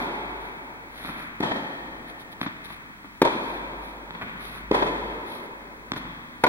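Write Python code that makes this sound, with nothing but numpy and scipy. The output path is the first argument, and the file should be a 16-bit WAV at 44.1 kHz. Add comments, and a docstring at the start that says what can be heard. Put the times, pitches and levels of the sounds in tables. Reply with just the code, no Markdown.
"""Racket strokes of an indoor tennis rally, heard courtside through two closely spaced microphones.
Stroke: windowed sine thump, decaying string modes and a shaped noise crack; court, wall, roof and hall echoes.
Ball bounces and soft knocks (footfalls, late wall returns of far bounces): gritty modal click, hollow thump.
Scuffs: noise hiss and random grains.
Background: shaped noise for ventilation air, a wavering duct sine and a thin high whine."""
import sys
import numpy as np
from scipy import signal
from scipy.fft import rfft, irfft
from scipy.io import wavfile
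from scipy.ndimage import uniform_filter1d, minimum_filter1d, map_coordinates

SR = 44100
rng = np.random.default_rng(int(sys.argv[2]) if len(sys.argv) > 2 else 0)


def store_pcm(level_fs):
    """Save levels as 16-bit WAV."""
    pcm = np.round(np.clip(level_fs, -1, 1) * 32767).astype(np.int16)
    wavfile.write(sys.argv[1], SR, np.atleast_2d(pcm).T)


N = 285768
LEAD_IN = SR  # samples kept before t = 0, so earlier events can ring into the scene


# racket strokes: (time [s], end of court, thump [Hz], thump length [cycles], thump [dB], string tuning [ratio],
#   ping [dB], off centre [0 sweet spot, 1 near frame], extra beamed ping [dB], crack [dB],
#   extra beamed crack [dB], hall [dB], court echo delay [s], thump in court echo [dB],
#   wall echo delay [s], wall echo [dB], late echoes [dB])
STROKE_EVENTS = [ (-.221, "near", 331, 0.71, -11.5, 0.92, -10, 0.36, -2.1, -9.5, -1.5, 1.7, .0112, -4.1, .0351, -3.1, 0),
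                 (1.4036, "far", 292, 0.63, -15.5, 0.98, -25.5, 1, 10.5, -27, 11, 1.24, .0101, -8, 0.022, -6, 3.5),
                 (3.2166, "near", 350, 0.65, -6.5, 0.96, -13.5, .05, 4, -8, 0.5, -4.5, .0112, -1, 0.032, -9.5, 0.5),
                 (4.7110, "far", 391, 0.61, -6.5, 1.003, -18.5, 0.044, 6.5, -24.5, 13.5, -0.47, .0096, -4.5, .0301, -7, 2.5),
                 (6.4369, "near", 376, 0.55, -9.5, 0.95, -3.5, 0.82, -9, -5.5, -5.5, 0.5, 0.012, -7, 0.027, -7, -9)]
# string bed and frame modes, before tuning: (frequency [Hz], level [dB], t60 [s], change near frame [dB])
NEAR_RACKET_MODES = [(627, -14.5, 0.14, -6.5), (975, 2, 0.031, -3.5), (1041, -18.5, 0.092, 7),
                     (1065, -10.5, 0.039, -14), (1210, -25.5, 0.063, -5), (1538, -26.5, 0.078, 19.5),
                     (1930, -23, 0.065, -15), (2123, -26, 0.052, 5), (2295, -17.5, 0.022, 12),
                     (2458, -10.5, 0.03, -7), (3520, -8, 0.0064, -9), (3620, -28, 0.054, -18),
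                     (4080, -26, 0.0083, -3)]
FAR_RACKET_MODES = [(606, -10, .06, -14), (748, -24.5, 0.037, 14.5), (903, -1, 0.03, -0.5),
                    (983, -3.5, 0.065, -22), (1270, -21, 0.048, -13), (1797, -20, 0.1, -4),
                    (1872, -17, 0.054, 6), (2070, -13.5, 0.05, -8), (2490, -16.5, 0.039, -3),
                    (3220, -10, 0.0092, 2.5), (4000, -34, .007, 18)]
# felt slapping strings, relative spectrum: (frequency [Hz], level [dB])
CRACK_SPECTRUM = [(100, -38), (500, 17.5), (1300, 10), (2200, 2.5), (3600, -2.5), (4600, -9.5),
                  (6000, -17.5), (8000, -20.5), (11000, -10.5), (16000, -27)]
# ends of court: (left microphone lead [ms], wall echo swell [s], mirror share [ratio], beamed top [Hz])
COURT_ENDS = {"near": (.057, .0021, .21, 11100), "far": (-.13, .0085, .2, 12500)}
# late echoes off far walls, roof and floor (the first near one a floor bounce after the wall echo): (end of
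# court, delay [s], level [dB], spread [s], top [Hz])
LATE_ECHOES = [("near", .0415, -14, 0.013, 1300), ("near", 0.054, -13, .011, 4600),
               ("far", .107, -9.5, .012, 5000), ("far", .148, -10, 0.048, 7800)]
COURT_PING_DB, COURT_CRACK_DB = -16, -18.5  # gains in the court echo


def strokes():
    """Racket strokes, each thrown back by court, walls and roof, then by the hall."""
    track, t = np.zeros((2, LEAD_IN + N)), seconds(.1)
    for (at, end, hz, cycles, thump_db, tuning, ping_db, off_centre, ping_beam_db, crack_db, crack_beam_db,
         hall_db, court_s, court_db, wall_s, wall_db, late_db) in STROKE_EVENTS:
        lead_ms, swell_s, mirror, top_hz = COURT_ENDS[end]
        body = undb(thump_db) * thump(t - .0026, hz, cycles)
        # impact point weights the modes; strings ring freely once the ball has left
        racket = NEAR_RACKET_MODES if end == "near" else FAR_RACKET_MODES
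        modes = [(f, db + off_centre * edge_db, t60) for f, db, t60, edge_db in racket]
        ping = undb(ping_db) * ring(t - .0036, modes, tuning)
        crack = undb(crack_db) * slap(t, rise_s=0.0026, spectrum=CRACK_SPECTRUM)
        add(track, arrive(body + ping + crack, lead_ms), at)

        off_court = undb(court_db) * body + undb(COURT_PING_DB) * ping
        off_court += undb(COURT_CRACK_DB) * dull(crack, DRAPE_HZ)
        add(track, arrive(off_court, lead_ms / 2), at + court_s)

        # racket face beams treble along the court; the long path dulls it
        beamed_ping, beamed_crack = undb(ping_beam_db) * ping, undb(crack_beam_db) * crack
        beamed = dull(radiate(body, beamed_ping, beamed_crack), top_hz)
        draped = dull(beamed, 2 * DRAPE_HZ)
        wall = scatter(draped, spread_s=0.011, mirror=mirror, swell_s=swell_s)
        add(track, undb(wall_db) * wall, at + wall_s)
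        for source, delay_s, echo_db, spread_s, echo_top_hz in LATE_ECHOES:
            if source == end:
                echo = scatter(dull(beamed, echo_top_hz), spread_s, mirror, swell_s)
                add(track, undb(late_db + echo_db) * echo, at + delay_s)
        add(track, undb(hall_db) * reverberate(beamed, hall()), at)
    return track


def thump(t, hz, cycles):
    """Air pushed out and drawn back as the ball flattens and recovers, centred on t = 0."""
    return np.exp(-(t * hz / cycles) ** 2) * np.sin(2 * np.pi * hz * t)


def ring(t, modes, tuning=1):
    """Struck modes decaying exponentially; silent before t = 0."""
    t = np.maximum(t, 0)
    return sum(undb(db) * fade(t, t60) * np.sin(2 * np.pi * hz * tuning * t) for hz, db, t60 in modes)


def slap(t, rise_s, spectrum):
    """Contact noise that swells as ball or sole is squashed; smooth, broad spectrum."""
    burst = rfft(rng.standard_normal(len(t)) * t * np.exp(-t / rise_s))
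    flat = irfft(burst / np.abs(burst), len(t))  # keeps phase only
    even = colour(flat, spectrum)
    level = 10 / np.sqrt(np.sum(even ** 2))
    return level * even * fade(t, 0.34) * np.minimum(2 * t / rise_s, 1)


def radiate(*parts):
    """Output in all directions: part powers add, as one causal minimum-phase pulse."""
    size = len(parts[0])
    power = np.sum(np.abs(rfft(np.array(parts), 2 * size)) ** 2, axis=0)
    cepstrum = irfft(np.log(power + 1e-9))[:size]
    cepstrum[0] /= 2
    return irfft(np.exp(rfft(cepstrum, 2 * size)))[:size]


# ball bounces: (time [s], side of net, click [dB], click top [Hz], first echo [dB],
#   second echo delay [s], second echo [dB])
BOUNCE_EVENTS = [(1.0486, "far", -21, 2460, -4, 0.11, -5), (2.4147, "near", -14, 4500, -6.5, 0.0477, -1),
                 (4.1075, "far", -22.5, 3440, 0, .1112, -12), (5.9189, "near", -13, 7360, -7, 0.0422, -5)]
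# sides of net: (click tuning [ratio], thump re click [dB], hall [dB], left microphone lead [ms],
#   first echo delay [s])
LANDING_SIDES = {"near": (1.04, -9.5, -5.5, -.12, .014), "far": (1.04, -11, 3.5, -.15, .0405)}


def bounces():
    """Ball impacts on either side of the net; two walls answer each."""
    track, room = np.zeros((2, LEAD_IN + N)), hall()
    for at, side, click_db, top_hz, first_db, second_s, second_db in BOUNCE_EVENTS:
        tuning, thump_db, hall_db, lead_ms, first_s = LANDING_SIDES[side]
        pop = knock(click_db, click_db + thump_db, top_hz, tuning)
        add(track, arrive(pop, lead_ms), at)
        add(track, undb(first_db) * scatter(pop, spread_s=0.011, mirror=0.64), at + first_s)
        add(track, undb(second_db) * scatter(pop, spread_s=0.028, mirror=0.7), at + second_s)
        add(track, undb(hall_db) * reverberate(pop, room), at)
    return track


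# click modes of the hard court, before tuning: (frequency [Hz], level [dB], t60 [s])
COURT_MODES = [(1100, 0, 0.0079), (1720, 10.5, 0.0016), (3240, -6, 0.0047), (4150, -34, 0.0046)]
# court grit in a click, relative spectrum: (frequency [Hz], level [dB])
GRIT_SPECTRUM = [(100, -12), (280, 32), (600, -6), (1200, 9), (2200, 5), (3600, 10.5), (4600, -24),
                 (6000, -51), (8000, -2), (11000, -10), (16000, -30)]


def knock(click_db, thump_db, top_hz, tuning=1):
    """Impact on the hard court: a gritty click, then a hollow thump."""
    t = seconds(.06)
    # small contact patch radiates little bass
    bass_cut = signal.butter(1, 700, "highpass", fs=SR, output="sos")
    tick = signal.sosfilt(bass_cut, ring(t - .0001, COURT_MODES, tuning) / 2)
    grit = undb(-17.5) * slap(t, rise_s=0.0031, spectrum=GRIT_SPECTRUM)
    click = dull(dull(tick + grit, top_hz), 2 * top_hz)
    return undb(click_db) * click + undb(thump_db) * thump(t - .0033, hz=226, cycles=0.51)


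# soft knocks on the court, footfalls and late returns of far bounces off the walls:
#   (time [s], click [dB], thump re click [dB], sharpness [ratio of clear knock to smear, 0 all smeared], hall [dB])
SOFT_KNOCK_EVENTS = [(1.089, -22, -16, .9, -1.5), (2.703, -23, -18, .7, -14), (3.044, -29, -11, 0.57, -6),
                     (4.217, -25, -22, 2.4, -14), (4.228, -26.5, -0.5, .8, -1),
                     (4.359, -26.5, -18, 0.47, 3), (4.56, -24.5, -6, 0.66, -1),
                     (5.968, -18.5, -10.5, .9, 1), (6.052, -24, -12, 0.63, 4)]
SOFT_KNOCK_TOP_HZ = 2900


def soft_knocks():
    """Footfalls, and late wall returns of far bounces: each a clear knock mixed with its smear."""
    track, room = np.zeros((2, LEAD_IN + N)), hall()
    for at, click_db, thump_db, sharpness, hall_db in SOFT_KNOCK_EVENTS:
        tap = knock(click_db, click_db + thump_db, SOFT_KNOCK_TOP_HZ)
        add(track, scatter(tap, spread_s=0.034, mirror=sharpness), at)
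        add(track, undb(hall_db) * reverberate(tap, room), at)
    return track


# shoe slides: (peak time [s], half length [s], hiss [dB], rasp [dB])
SCUFF_EVENTS = [(0.013, 0.038, -50.5, -69), (0.447, 0.042, -57, -50), (1.003, 0.057, -50, -49.5),
                (1.079, 0.049, -46.5, -44.5), (1.2, 0.049, -50, -44.5), (2.095, 0.015, -49, -47.5),
                (2.211, 0.014, -49, -72), (2.326, 0.007, -46.5, -68), (2.43, 0.017, -44.5, -39.5),
                (2.657, 0.01, -45, -52), (2.713, 0.037, -51, -49), (3.502, 0.063, -53.5, -47),
                (3.874, 0.047, -54, -69), (4.223, 0.011, -66, -34), (4.287, 0.019, -63, -45),
                (4.463, 0.042, -45.5, -48.5), (4.559, 0.037, -48.5, -48.5), (5.33, 0.044, -46, -63),
                (5.43, 0.033, -54.5, -78), (5.977, 0.012, -45.5, -44.5), (6.424, 0.0066, -55, -61)]
# sliding sole hiss, relative spectrum: (frequency [Hz], level [dB])
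SOLE_SPECTRUM = [(500, 14.5), (1400, 11.5), (2200, 11), (3800, 13), (5500, -1.5), (8000, -20), (10000, 6.5),
                 (11400, 5), (13500, -2), (16000, -26)]
# grit catching under a sole, relative spectrum: (frequency [Hz], level [dB])
RASP_SPECTRUM = [(100, -3), (500, -2), (1000, 1), (1600, 2), (2300, -0.5), (3500, -14.5), (6000, -40),
                 (16000, -32)]
GRAINS_PER_S, RASP_HALL_DB, RASP_LEAD_MS = 830, 0, -0.08
SPIT_S, SPIT_DEPTH = 0.0017, 0.58  # decay and depth of the hiss lift per grain


def scuffs():
    """Sliding soles hiss unevenly; grit catching under them rasps and excites the hall."""
    t = np.arange(N) / SR
    hiss_power, rasp_power = 0, 0
    for at, half_s, hiss_db, rasp_db in SCUFF_EVENTS:
        slide = np.exp(-np.minimum(((t - at) / half_s) ** 2, 50))
        hiss_power = hiss_power + undb(2 * hiss_db) * slide
        rasp_power = rasp_power + undb(2 * rasp_db) * slide
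    grip = undb(1.5 * unit(uniform_filter1d(rng.standard_normal(N), size=300)))
    hiss = np.sqrt(hiss_power) * grip * unit(colour(diffuse(N), SOLE_SPECTRUM))

    grains = (rng.random(N) < GRAINS_PER_S / SR) * rng.standard_normal(N)
    # each catching grain makes the hiss spit
    grain_power = signal.lfilter([1], [1, -np.exp(-1 / (SPIT_S * SR))], grains ** 2)
    spit = unit(grain_power ** .5)
    hiss = hiss * unit(1 + SPIT_DEPTH * spit)

    rasp = np.sqrt(rasp_power) * unit(colour(grains, RASP_SPECTRUM))
    rasp_hall = undb(RASP_HALL_DB) * reverberate(rasp, hall())[:, :N]
    return hiss + arrive(rasp, RASP_LEAD_MS) + rasp_hall


DRAPE_HZ = 5400  # reference treble limit of the draped walls, scaled at use


def scatter(x, spread_s, mirror, swell_s=0.001):
    """Short noise spray with evened spectrum plus one softened mirror image, as off a draped wall."""
    t = seconds(.08)
    swell = 1 - np.exp(-(t / swell_s) ** 2)
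    spray = rfft(diffuse(len(t)) * swell * np.exp(-(t / spread_s) ** 2))
    # divide out the colour common to both channels
    spray = irfft(spray / np.sqrt(np.mean(np.abs(spray) ** 2, axis=0)), len(t)) * fade(t, 0.23)
    spray += mirror * dull(signal.unit_impulse(len(t), int(swell_s * SR)), DRAPE_HZ / 2)
    return reverberate(x, spray) / np.sqrt(0.48 + mirror ** 2)


# hall reverberation, relative levels: (band centre [Hz], level [dB], t60 [s])
HALL_BANDS = [(64.6, -55, 1.2), (142, 6, 2.46), (258, 4.5, 2.88), (505, 1, 3.33), (950, 3, 3.29),
              (2170, 3.5, 4.02), (3140, 6, 2.36), (5750, 3, 1.72), (12100, -2.5, 2.4)]


def hall():
    """Hall impulse response: diffuse build-up, then band-wise exponential decay."""
    t = np.arange(2 * SR) / SR
    noise = rfft(diffuse(len(t)))
    f = np.maximum(np.fft.rfftfreq(len(t), 1 / SR), 1)
    centres, tail = np.log([row[0] for row in HALL_BANDS]), 0
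    for (hz, db, t60), band in zip(HALL_BANDS, np.eye(len(HALL_BANDS))):
        band_noise = irfft(noise * np.interp(np.log(f), centres, band), len(t))
        tail = tail + undb(db) * fade(t, t60) * band_noise
    build_up = 1 - np.exp(-(t / 0.027) ** 2)
    # nearby walls return more at first than the rest of the hall
    near_walls = 1 + fade(t, 0.7)
    return undb(-43.0) * tail * build_up * near_walls


# ventilation air, relative spectrum: (frequency [Hz], level [dB])
AIR_SPECTRUM = [(20, -7), (70, -7), (120, -4), (240, 2.7), (450, -10.5), (700, -14.5), (950, -4),
                (1400, -10), (2200, -10), (4000, -21.5), (6500, -32), (11000, -31.5), (16000, -31.5)]
# slow swell of duct rumble, before DUCT_DB and waver: (time [s], level [dB])
RUMBLE_LEVEL = [(0, -43), (.29, -40.5), (.55, -51.5), (2.85, -60), (3.55, -49), (3.73, -49.5), (4.2, -46.5),
                (5.02, -47.5), (5.48, -56.5), (5.62, -47), (6.05, -55), (6.3, -64)]
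DUCT_HZ, DUCT_DB = 48.7, -2.5
DUCT_WAVER_RAD, DUCT_WAVER_DB = 0.31, 4.5  # rms random wander of phase and level


def ventilation():
    """Steady air rush, low draught, wavering and swelling duct tone, thin electrical whine."""
    t = np.arange(N) / SR
    rush = undb(-50.0) * unit(colour(diffuse(N), AIR_SPECTRUM))
    draught_spectrum = [(20, -13), (70, -2.5), (200, -3.5), (1000, -32.5)]
    draught = undb(-59.0) * unit(colour(rng.standard_normal((2, N)), draught_spectrum))

    waver_spectrum = [(1, 13), (5, -10), (15, -34), (100, -100)]
    phase_waver, level_waver = unit(colour(rng.standard_normal((2, N)), waver_spectrum))
    duct = np.sqrt(2) * np.sin(2 * np.pi * DUCT_HZ * t + DUCT_WAVER_RAD * phase_waver)
    swell_db = np.interp(t, *np.transpose(RUMBLE_LEVEL))
    duct_db = DUCT_DB + swell_db + DUCT_WAVER_DB * level_waver

    whine = undb(-73.0) * np.sin(2 * np.pi * 15734 * t)
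    return rush + draught + duct * undb(duct_db) + whine


MIC_SPACING_M = 0.094


def diffuse(size):
    """Noise from all sides: alike at both microphones in the bass, unrelated in the treble."""
    alike = np.sinc(2 * np.fft.rfftfreq(size, 1 / SR) * MIC_SPACING_M / 343)  # 343 m/s
    balance = np.sqrt([(1 + alike) / 2, (1 - alike) / 2])
    mid, side = irfft(rfft(rng.standard_normal((2, size))) * balance, size)
    return np.array([mid + side, mid - side])


def arrive(x, lead_ms):
    """Directional sound: left microphone leads by lead_ms, right if negative."""
    i, shift = np.arange(len(x)), lead_ms * SR / 2000  # half the lead per channel
    return np.array([map_coordinates(x, [i + s], order=3) for s in (shift, -shift)])


def reverberate(x, response):
    """Convolve a mono sound with a stereo response."""
    return signal.fftconvolve(x[None], response, axes=1)


def add(track, x, at):
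    """Mix x at a time [s] into a track that starts LEAD_IN samples early."""
    i = max(LEAD_IN + int(round(at * SR)), 0)
    room = track[..., i:i + x.shape[-1]]
    room += x[..., :room.shape[-1]]


def undb(db):
    """Decibels to amplitude ratio."""
    return 10 ** (np.asarray(db) / 20)


def seconds(length):
    """Time axis [s] of the given length."""
    return np.arange(int(length * SR)) / SR


def unit(x):
    """Scale to rms 1."""
    return x / np.sqrt(np.mean(x ** 2))


def fade(t, t60):
    """Exponential decay, 60 dB in t60."""
    return np.exp(-np.log(1000) * t / t60)


def colour(x, points):
    """Filter by (frequency [Hz], level [dB]) points, interpolated over log frequency."""
    hz, db = np.transpose(points)
    f = np.maximum(np.fft.rfftfreq(x.shape[-1], 1 / SR), 1)
    return irfft(rfft(x) * undb(np.interp(np.log(f), np.log(hz), db)), x.shape[-1])


def dull(x, hz):
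    """Second-order low-pass: round off the treble above hz."""
    return signal.sosfilt(signal.butter(2, min(hz, SR / 2 - 1), fs=SR, output="sos"), x)


def scene():
    """Sum of all sources, lead-in trimmed."""
    events = strokes() + bounces() + soft_knocks()
    return events[:, LEAD_IN:] + scuffs() + ventilation()


# widening of the stereo image: (frequency [Hz], side gain [dB])
SIDE_GAIN = [(120, 1), (300, 3), (600, 4), (1200, 7), (3000, 8.5), (12000, 7.5)]
# narrow dips in the microphones' response: (frequency [Hz], width [Hz])
RESPONSE_DIPS = [(2860, 446), (5000, 190)]
LEFT_DB, CEILING, TOP_HZ = 0.95, .9, 15900


def record(dry):
    """Widen the stereo image, notch two dips, limit the peaks, cut the top."""
    mid, side = (dry[0] + dry[1]) / 2, colour((dry[0] - dry[1]) / 2, SIDE_GAIN)
    out = np.array([undb(LEFT_DB) * (mid + side), mid - side])
    for hz, width_hz in RESPONSE_DIPS:
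        out = signal.lfilter(*signal.iirnotch(hz, hz / width_hz, fs=SR), out)
    # fast limiter with a short look-ahead
    gain = CEILING / np.maximum(np.abs(out).max(axis=0), CEILING)
    out = out * uniform_filter1d(minimum_filter1d(gain, size=201), size=201)
    return signal.sosfilt(signal.ellip(10, .2, 80, TOP_HZ, fs=SR, output="sos"), out)


dry = scene()
out = record(dry)
store_pcm(out)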